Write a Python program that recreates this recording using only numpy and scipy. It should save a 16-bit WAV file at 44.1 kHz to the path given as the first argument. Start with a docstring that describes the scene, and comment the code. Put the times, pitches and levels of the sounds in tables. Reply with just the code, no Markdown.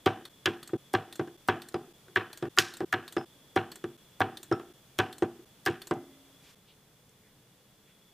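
"""A bench spot welder heard close up, weld after weld, the waits between them cut out.
The switch closes and two half-cycles of mains current jolt the steel cabinet: decaying modes and rattling noise.
Sparks crack now and then as damped sines with a noise echo; the switch ticks over and back, as a resonant housing
excited by noise; the arm thuds on its stop through the same cabinet, and loose parts ring on.
Throughout, a fan whines in narrow noise bands over the workshop air; at the end gloves rub in swells of noise."""
import sys
import numpy as np
from scipy import signal
from scipy.fft import rfft, irfft, next_fast_len
from scipy.io import wavfile
from scipy.ndimage import uniform_filter1d

SR = 44100
rng = np.random.default_rng(int(sys.argv[2]) if len(sys.argv) > 2 else 0)


def int16_out(signal):
    """Quantize to a 16-bit WAV file."""
    q = np.round(np.clip(np.atleast_2d(signal).T, -1, 1) * 32767)
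    wavfile.write(sys.argv[1], SR, q.astype(np.int16))


def magnitude_from_level(level_db):
    """Linear magnitude for a level in decibels (20 dB per decade)."""
    exponent = np.asarray(level_db, float) / 20
    return 10 ** exponent


N = 358529

# Starts of the sections, in seconds; the last section is away from the welder.
CUT_S = [0, 0.292, 0.773, 1.371, 1.932, 2.491, 2.851, 3.252, 3.972, 4.732, 5.452, 6.552]
# Sparks. Each row: start in seconds, ring level in dB, ring frequency in Hz, ring t60 in seconds,
# echo level in dB.
SPARK_EVENTS = [(0.4589, -11, 3150, 0.013, -62), (2.5865, -1.5, 3150, 0.0054, -27)]


def unit(x):
    """Normalization: a signal divided by its root mean square has rms 1."""
    return x / np.sqrt(np.mean(x ** 2))


def fall(t, t60):
    """Exponential decay: a linearly damped vibration loses 60 dB in each t60."""
    return np.exp(-np.log(1000) * t / np.maximum(t60, 1e-3))


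def along(hz, table):
    """Log-frequency interpolation: (Hz, value) rows are joined linearly per octave."""
    at, value = np.transpose(sorted(table))
    return np.interp(np.log(np.maximum(hz, 1)), np.log(at), value)


def noise(db_at):
    """Spectral shaping: white noise is weighted by a given function from Hz to dB."""
    size = next_fast_len(N)
    hz = np.arange(size // 2 + 1) * SR / size
    white = rfft(rng.standard_normal(size))
    return irfft(white * magnitude_from_level(db_at(hz)), size)[:N]


def walk(rate):
    """Slow random modulation: random levels, rate per second, joined by two moving averages."""
    hold = int(SR / rate)
    steps = np.repeat(rng.standard_normal(N // hold + 1), hold)
    return uniform_filter1d(uniform_filter1d(steps, hold), hold)[:N]


def add(out, s, sound):
    """Superposition: a sound is summed in from s seconds; the next cut silences its tail."""
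    start = int(s * SR)
    end = min([int(c * SR) for c in CUT_S if c > s] + [N, start + len(sound)])
    out[start:end] += sound[:end - start]


def jolts():
    """Magnetic impulse: each half-cycle of current, and each spark, is a blow (s, dB in five bands)."""
    # Each row: start in seconds, thump in dB, share 0-1 of the thump's power in the second half-cycle,
    # clank (1.6 kHz) in dB, crack (3.2 kHz) in dB.
    welds = [(0.06, -16.5, 0.13, -24, -22.5), (0.457, -25, 0.3, -24.5, -22),
             (0.9374, -19.5, 0.26, -28.5, -32.5), (1.4848, -18, 0, -19.5, -29.5),
             (2.1594, -23, 0.71, -15.5, -25.5), (2.5745, -23.5, 0.9, -16.5, -35.5),
             (2.927, -23.5, 0.92, -21, -33), (3.5611, -18, 0.06, -24.5, -32.5),
             (4.204, -17, 0.04, -24, -35), (4.9876, -17.5, 0.08, -24, -24), (5.6615, -26, 0.24, -26, -30)]
    # 8 kHz drive of the first half-cycle in dB, one value a weld.
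    fizz = [-36.5, -35, -37, -38.5, -45, -41, -47, -42, -42.5, -31, -33.5]
    # 800 Hz drive in dB relative to the thump: first and second half-cycle.
    panel_db = (-6.5, -9)
    # Drive of the second half-cycle in dB: at 1.6, 3.2 and 8 kHz.
    later_db = (-22.5, -28, -51.5)
    # Drive from a spark in dB over its echo: at 1600, 350, 800, 3200 and 8000 Hz.
    spark_blow_db = (9.5, -13, -15.5, 1, 5)
    half_cycle_s = 0.0105
    blows = [(s, *(echo_db + np.array(spark_blow_db))) for s, _, _, _, echo_db in SPARK_EVENTS]
    for (s, thump_db, late, clank_db, crack_db), fizz_db in zip(welds, fizz):
        shares = np.clip([1 - late, late], .005, 1)
        first_db, second_db = thump_db + 10 * np.log10(shares)
        blows.append((s, clank_db, first_db, thump_db + panel_db[0], crack_db, fizz_db))
        blows.append((s + half_cycle_s, later_db[0], second_db, thump_db + panel_db[1], *later_db[1:]))
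    return blows


def landings():
    """Contact stiffness: the softer the arm lands, the duller the blow (s, dB in five bands)."""
    # The arm knocking and bouncing on its stop. Each row: start in seconds, drive at 350 Hz in dB,
    # softness in dB, drive at 800 Hz in dB.
    thuds = [(0.478, -22.5, 18, -45), (0.6916, -46, -3, -48), (0.7326, -21.5, 17, -41),
             (1.1942, -23, 6, -32.5), (1.2745, -36, 6.5, -60), (1.7423, -22.5, 5, -31),
             (2.082, -44.5, 7, -58), (2.425, -24, 4.5, -33), (2.4532, -28.5, 11, -47),
             (2.805, -24, 5, -31.5), (2.8317, -28, 23, -47), (3.1656, -22, 0, -27.5), (3.84, -26, 7, -42.5),
             (4.5141, -18.5, 9.5, -29), (4.5244, -36.5, -9, -42), (4.5958, -39.5, -0.6, -42.5),
             (5.222, -18.5, 6.5, -28), (5.682, -23, 6, -37.5), (5.9101, -21.5, 4, -26),
             (5.9642, -35.5, 18, -52)]
    # Rows for 1.6, 3.2 and 8 kHz: drive of a hard landing in dB over its 350 Hz,
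    # dB lost per dB of softness.
    landing = [(-6.5, 0.91), (-13.5, 1), (-23, 1.1)]
    hard_db, share = np.transpose(landing)
    blows = []
    for s, db, soft_db, panel_db in thuds:
        upper = db + hard_db - share * soft_db
        blows.append((s, upper[0], db, panel_db, *upper[1:]))
    return blows


def cabinet(blows, bass_db, ring_db, head_db, head_s, rise_cycles, scatter, top_db, weight,
            low_rattle_db, knock_db):
    """Modal superposition: every blow rings the same modes, shakes the panels and fills the room."""
    # Frequencies in Hz of the five drive levels of a blow.
    colour_hz = [1600, 350, 800, 3200, 8000]
    # Cabinet modes. Each row: frequency in Hz, relative level in dB, t60 in seconds.
    modes = [(105, 7, 0.19), (152.6, -12, 0.43), (204.5, -6.5, 0.37), (242, -2, 0.53), (272, -5.5, 0.3),
             (346.2, 6, 0.35), (365.7, 7.5, 0.14), (421, 7, 0.2), (473.6, -0.5, 0.3), (614.3, 1.5, 0.17),
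             (750.7, 7.5, 0.28), (785.6, 4, 0.36), (952, 1.5, 0.2), (1021, -5, 0.33), (1210, -8.5, 0.084),
             (1166, 3, 0.1), (1430, -4, 0.15), (1551, -2, .3), (1673, 1.5, 0.067), (1693, -3.5, 0.18),
             (2055, -3.5, 0.12), (2270, -6, 0.16), (2560, -15, 0.13), (3027, -12.5, 0.64),
             (3150, -7.5, 0.067), (3353, -5.5, 0.24), (4170, -10.5, 0.26)]
    # Loose panels and the room's answer. Each row: band centre in Hz, relative rattle level in dB,
    # rattle t60 in seconds, relative room level in dB, room t60 in seconds.
    rattle = [(141, -4, 0.029, -12.5, 0.2), (346, -8.5, 0.099, -22, 0.69), (722, -10, 0.035, -14.5, 0.38),
              (1175, -2.5, 0.034, -20, 0.36), (1610, -3, 0.05, -26, 0.52), (2630, -8.5, 0.059, -22, 0.33),
              (3400, -3.5, 0.03, -25.5, .28), (5200, -0.5, 0.02, -26.5, 0.3), (7340, -4, 0.015, -23, .17),
              (9150, -0.5, 0.011, -29, 0.25), (13500, 1, 0.012, -30, 0.2)]
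    mode_shift = .018  # full spread of each mode's pitch from blow to blow, as a share
    out, t = np.zeros(N), np.arange(SR // 2) / SR
    hz, db, t60 = np.array(modes).T[:, :, None]
    # a push of finite length: each mode takes some cycles to build
    rings = (1 - np.exp(-t * hz / rise_cycles)) ** 2 * fall(t, t60)
    rings *= magnitude_from_level(db + ring_db + bass_db * (hz < 170) + knock_db * (np.abs(hz - 355) < 35))

    centre, rattle_db, rattle_t60, room_db, room_t60 = np.array(rattle).T[:, :, None]
    shape = magnitude_from_level(rattle_db) * fall(t, rattle_t60)
    shape += magnitude_from_level(room_db) * fall(t, room_t60) * (1 - fall(t, 0.025))
    shape *= magnitude_from_level(low_rattle_db * (centre < 1000) + top_db * (centre > 11000))
    shape *= (1 - np.exp(-t * centre / rise_cycles)) ** 2
    bands = np.array([unit(noise(lambda f: -90 * np.log2(np.maximum(f, 1) / c) ** 2))
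                      for c in centre[:, 0]])
    bands = bands * magnitude_from_level(3.8 * walk(300))  # the rattle comes in grains

    chance = rng.random((len(blows), 2 * len(hz) + 1))
    # a blow that follows at once lands on the same spot and starts the modes alike
    for k in np.flatnonzero(np.abs(np.diff(np.array(blows)[:, 0])) < .015):
        chance[k + 1, 1:] = chance[k, 1:]
    for (s, *colour_db), luck in zip(blows, chance):
        colour = list(zip(colour_hz, colour_db))
        start, shift = luck[1:].reshape(2, -1, 1) - .5
        turns = scatter * start + hz * (1 + mode_shift * shift) * t
        ring = magnitude_from_level(along(hz[:, 0], colour)) @ (rings * np.sin(2 * np.pi * turns))
        # a heavier blow puts relatively more into the first knock
        knock = magnitude_from_level(head_db + weight * (colour_db[1] + 25.5))
        ring = ring * (1 + knock * np.exp(-(t / head_s) ** 2))
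        at = int(luck[0] * (N - len(t)))
        gains = magnitude_from_level(along(centre[:, 0], colour))
        add(out, s, ring + gains @ (shape * bands[:, at:at + len(t)]))
    return out


def sparks():
    """Impulsive discharge: a few sharp damped cycles, then a noise echo whose treble dies first."""
    # Each row: multiple of the ring frequency, relative level in dB at a ring level of 0 dB.
    partials = [(1, 0), (1.22, -3), (1.54, 0.5), (2.1, -3)]
    edge = 1  # dB that the upper partials lose, beyond the first, per dB of a weaker spark
    rise_s = .00008
    out, t = np.zeros(N), np.arange(SR // 2) / SR
    body_band = signal.butter(2, [2200, 6500], "band", fs=SR, output="sos")
    bright_band = signal.butter(1, [6000, 12000], "band", fs=SR, output="sos")
    for s, db, hz, t60, echo_db in SPARK_EVENTS:
        hiss = rng.standard_normal(len(t))
        body = signal.sosfilt(body_band, hiss)
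        bright = signal.sosfilt(bright_band, hiss)
        echo = 0.99 * body * fall(t, 0.38) + 0.43 * bright * fall(t, 0.2)
        sputter = magnitude_from_level(3.3 * walk(370)[:len(t)])
        echo = magnitude_from_level(echo_db) * echo * (1 + 2.5 * fall(t, 0.077)) * sputter
        ring = sum(magnitude_from_level(d + edge * db * (m > 1)) * np.sin(2 * np.pi * m * hz * t) for m, d in partials)
        crack = magnitude_from_level(db) * (1 - np.exp(-t / rise_s)) * fall(t, t60) * ring
        add(out, s, crack + echo)
    return out


def loose_parts():
    """Modulated resonance: a loose part left ringing chatters, so its level and phase waver."""
    # Each row: start in seconds, frequency in Hz, relative level in dB, t60 in seconds.
    pings = [(1.745, 4900, -66, 0.34), (3.179, 5200, -59.5, 0.67), (4.523, 1300, -42.5, 0.37),
             (4.526, 1365, -45, 0.35), (4.525, 5370, -55, 0.22), (5.913, 272, -48, 1.47),
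             (5.913, 2040, -65, 1.3), (5.913, 595, -60.5, 1.3)]
    out, t = np.zeros(N), np.arange(SR // 2 + SR // 4) / SR
    chatter = walk(400)
    for s, hz, db, t60 in pings:
        swell = (1 - fall(t, 0.0051)) * (1 + 9.7 * fall(t, 0.041))
        waver = hz / 3200 * chatter[int(s * SR):][:len(t)]  # radians
        add(out, s, magnitude_from_level(db) * swell * fall(t, t60) * np.sin(2 * np.pi * hz * t + waver))
    return out * magnitude_from_level(1.5 * walk(77))


def switch():
    """Source and resonator: decaying contact chatter is convolved with the modes of a plastic housing."""
    # Housing modes. Each row: frequency in Hz, t60 in seconds, relative levels in dB for
    # clicking over, clicking back and closing.
    housing_modes = [(1890, 0.0089, -1, -9.5, -22), (3640, 0.011, 4, -19, -18), (4320, 0.0042, 11, 0, -12),
                     (6040, 0.0006, 10, 2.5, 3), (7500, 0.0028, -10, 5, -8), (8460, 0.005, 3, 1.5, 0.5),
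                     (9870, 0.016, -11.5, -19, -14), (11100, 0.0008, 9, -3, 4), (12500, 0.004, -6, -2, -8),
                     (14800, 0.0027, -8, -9, 4)]
    # Times in seconds of the switch clicking over after a weld, clicking back, and closing before one.
    over_s = [0.2525, 0.629, 1.1259, 1.619, 2.3299, 2.7378, 3.079, 3.717, 4.371, 5.127, 5.8179]
    back_s = [0.675, 1.156, 1.6865, 2.3737, 2.7693, 3.124, 3.7569, 4.43, 5.1827, 5.871]
    close_s = [0.058, 0.4568, 0.9323, 1.477, 2.1565, 2.567, 2.9245, 3.558, 4.199, 4.983, 5.653]
    out, t = np.zeros(N), np.arange(SR // 8) / SR
    hz, t60, over_db, back_db, close_db = np.array(housing_modes).T[:, :, None]
    # times, peak dB, mode levels, chatter t60 in seconds
    actions = [(over_s, -33, over_db, .04), (back_s, -34.5, back_db, .035), (close_s, -36, close_db, .03)]
    for clicks, peak_db, db, chatter_t60 in actions:
        for s in clicks:
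            chance = rng.standard_normal(len(t))
            detune = 1 + .03 * chance[-len(hz):, None]
            housing = np.sum(magnitude_from_level(db) * fall(t, t60) * np.sin(2 * np.pi * hz * detune * t), axis=0)
            # the second decay is the short tail of the room
            chatter = chance * (fall(t, chatter_t60) + 0.12 * fall(t, 0.24))
            click = signal.fftconvolve(chatter, housing)
            add(out, s, magnitude_from_level(peak_db) * click / np.abs(click).max())
    return out


def ticks():
    """Band-limited impulse: short noise bursts through a band-pass give dry clicks of a few ms."""
    # Small parts of the moving arm. Each row: start in seconds, peak in dB, nominal frequency in Hz.
    arm_ticks = [(1.723, -48, 5500), (5.232, -42, 7500), (5.7, -42, 6300), (5.914, -45, 8000),
                 (5.938, -44, 7500)]
    out, t = np.zeros(N), np.arange(SR // 40) / SR
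    for s, db, hz in arm_ticks:
        burst = rng.standard_normal(len(t)) * fall(t, .015)
        band = signal.butter(2, [hz / 1.5, hz * 1.2], "band", fs=SR, output="sos")
        click = signal.sosfilt(band, burst)
        add(out, s, magnitude_from_level(db) * click / np.abs(click).max())
    return out


def gloves():
    """Friction noise: gloves rubbing on the cells make short, grainy swells of band noise."""
    # Each row: middle in seconds, time from the middle to 1/e in seconds, relative level in dB,
    # centre in Hz, octaves from the centre to -10 dB.
    rubs = [(6.48, 0.059, -60.5, 2600, 1.9), (6.703, .03, -63, 3200, 0.58),
            (7.095, 0.0026, -61, 7400, 0.77), (7.26, 0.035, -71, 1990, 0.45), (7.9, 0.03, -69, 2300, 0.78)]
    t, out = np.arange(N) / SR, np.zeros(N)
    for s, length, db, hz, width in rubs:
        rub = unit(noise(lambda f: -10 * (np.log2(np.maximum(f, 1) / hz) / width) ** 2))
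        out += magnitude_from_level(db) * np.exp(-((t - s) / length) ** 2) * rub
    return out * magnitude_from_level(1.6 * walk(60))


def air():
    """Diffuse field: workshop air and hiss as mid and side noise, and a wavering fan whine in the middle."""
    # Spectrum of the air. Each row: frequency in Hz, relative density in dB per Hz.
    air_spectrum = [(15, -26), (25, -14.5), (92, -16.5), (130, -5), (301, -12.5), (335, -12.5),
                    (503, -13.5), (734, -18.5), (2110, -23), (3080, -23.5), (3430, -21.5), (3920, -25.5),
                    (16000, -29)]
    # Width of the air. Each row: frequency in Hz, side minus mid in dB.
    air_side = [(62, -5), (110, -24), (200, -14.5), (380, -15.5), (700, -9), (1290, -8), (2380, -5),
                (4400, -1.5), (8120, -0.5), (15000, 1)]
    # Fan and hum. Each row: centre in Hz, width between -6 dB points in Hz, mean level in dB
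    # at the welder, mean level in dB away from it.
    whine = [(3410, 230, -70.5, -73.5), (2880, 120, -83, -87), (131, 100, -73.5, -74.5),
             (203, 16, -84.5, -81.5), (300, 40, -82, -87), (435, 20, -86.5, -82.5), (500, 16, -92, -80.5),
             (2055, 20, -96.5, -90)]
    mid = noise(lambda f: along(f, air_spectrum))
    side = noise(lambda f: along(f, air_spectrum) + along(f, air_side))
    near = np.arange(N) / SR < CUT_S[-1]
    mid_db = np.where(near, -61, -64)
    fan = np.zeros(N)
    for hz, w, near_db, away_db in whine:
        band = unit(noise(lambda f: -20 * np.log10(1 + (2 * (f - hz) / w) ** 2)))
        fan += magnitude_from_level(np.where(near, near_db, away_db) + 3.5 * walk(2.3)) * band
    stereo = mid + side * np.array([[1], [-1]])
    return magnitude_from_level(mid_db) * stereo / np.std(mid) + fan


def scene():
    """Linear superposition: all sources are summed, with the welder and the hands in the middle."""
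    # scatter is the spread of the starting phases in turns: the arm starts the modes nearly in step
    welds = cabinet(jolts(), bass_db=3.0, ring_db=-19.5, head_db=12.5, head_s=0.011, rise_cycles=1.22,
                    scatter=0.72, top_db=-1.0, weight=0.055, low_rattle_db=-3.5, knock_db=-0.7)
    stops = cabinet(landings(), bass_db=-7.5, ring_db=-22, head_db=6.0, head_s=0.027, rise_cycles=0.46,
                    scatter=.12, top_db=-12, weight=0.71, low_rattle_db=-4.5, knock_db=2.5)
    # a small cabinet radiates little deep bass
    high_pass = signal.butter(2, 70, "high", fs=SR, output="sos")
    welder = signal.sosfilt(high_pass, welds + stops)
    return welder + sparks() + loose_parts() + switch() + ticks() + gloves() + air()


def roll_off(x):
    """The treble ends steeply here."""
    return signal.sosfilt(signal.butter(12, 16500, fs=SR, output="sos"), x)


def record(dry):
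    """Gating and low-pass filtering: the sound fades out and in at each cut, and the top is cut off."""
    t, fade_s = np.arange(N) / SR, 0.0058
    fades = np.prod([np.clip(np.abs(t - s) / fade_s, 0, 1) for s in CUT_S[1:]], axis=0)
    low_pass = signal.ellip(8, .2, 50, 15300, fs=SR, output="sos")
    mix = signal.sosfilt(low_pass, dry * fades)
    return roll_off(np.clip(mix, -1, 1))


dry = scene()
out = record(dry)
int16_out(out)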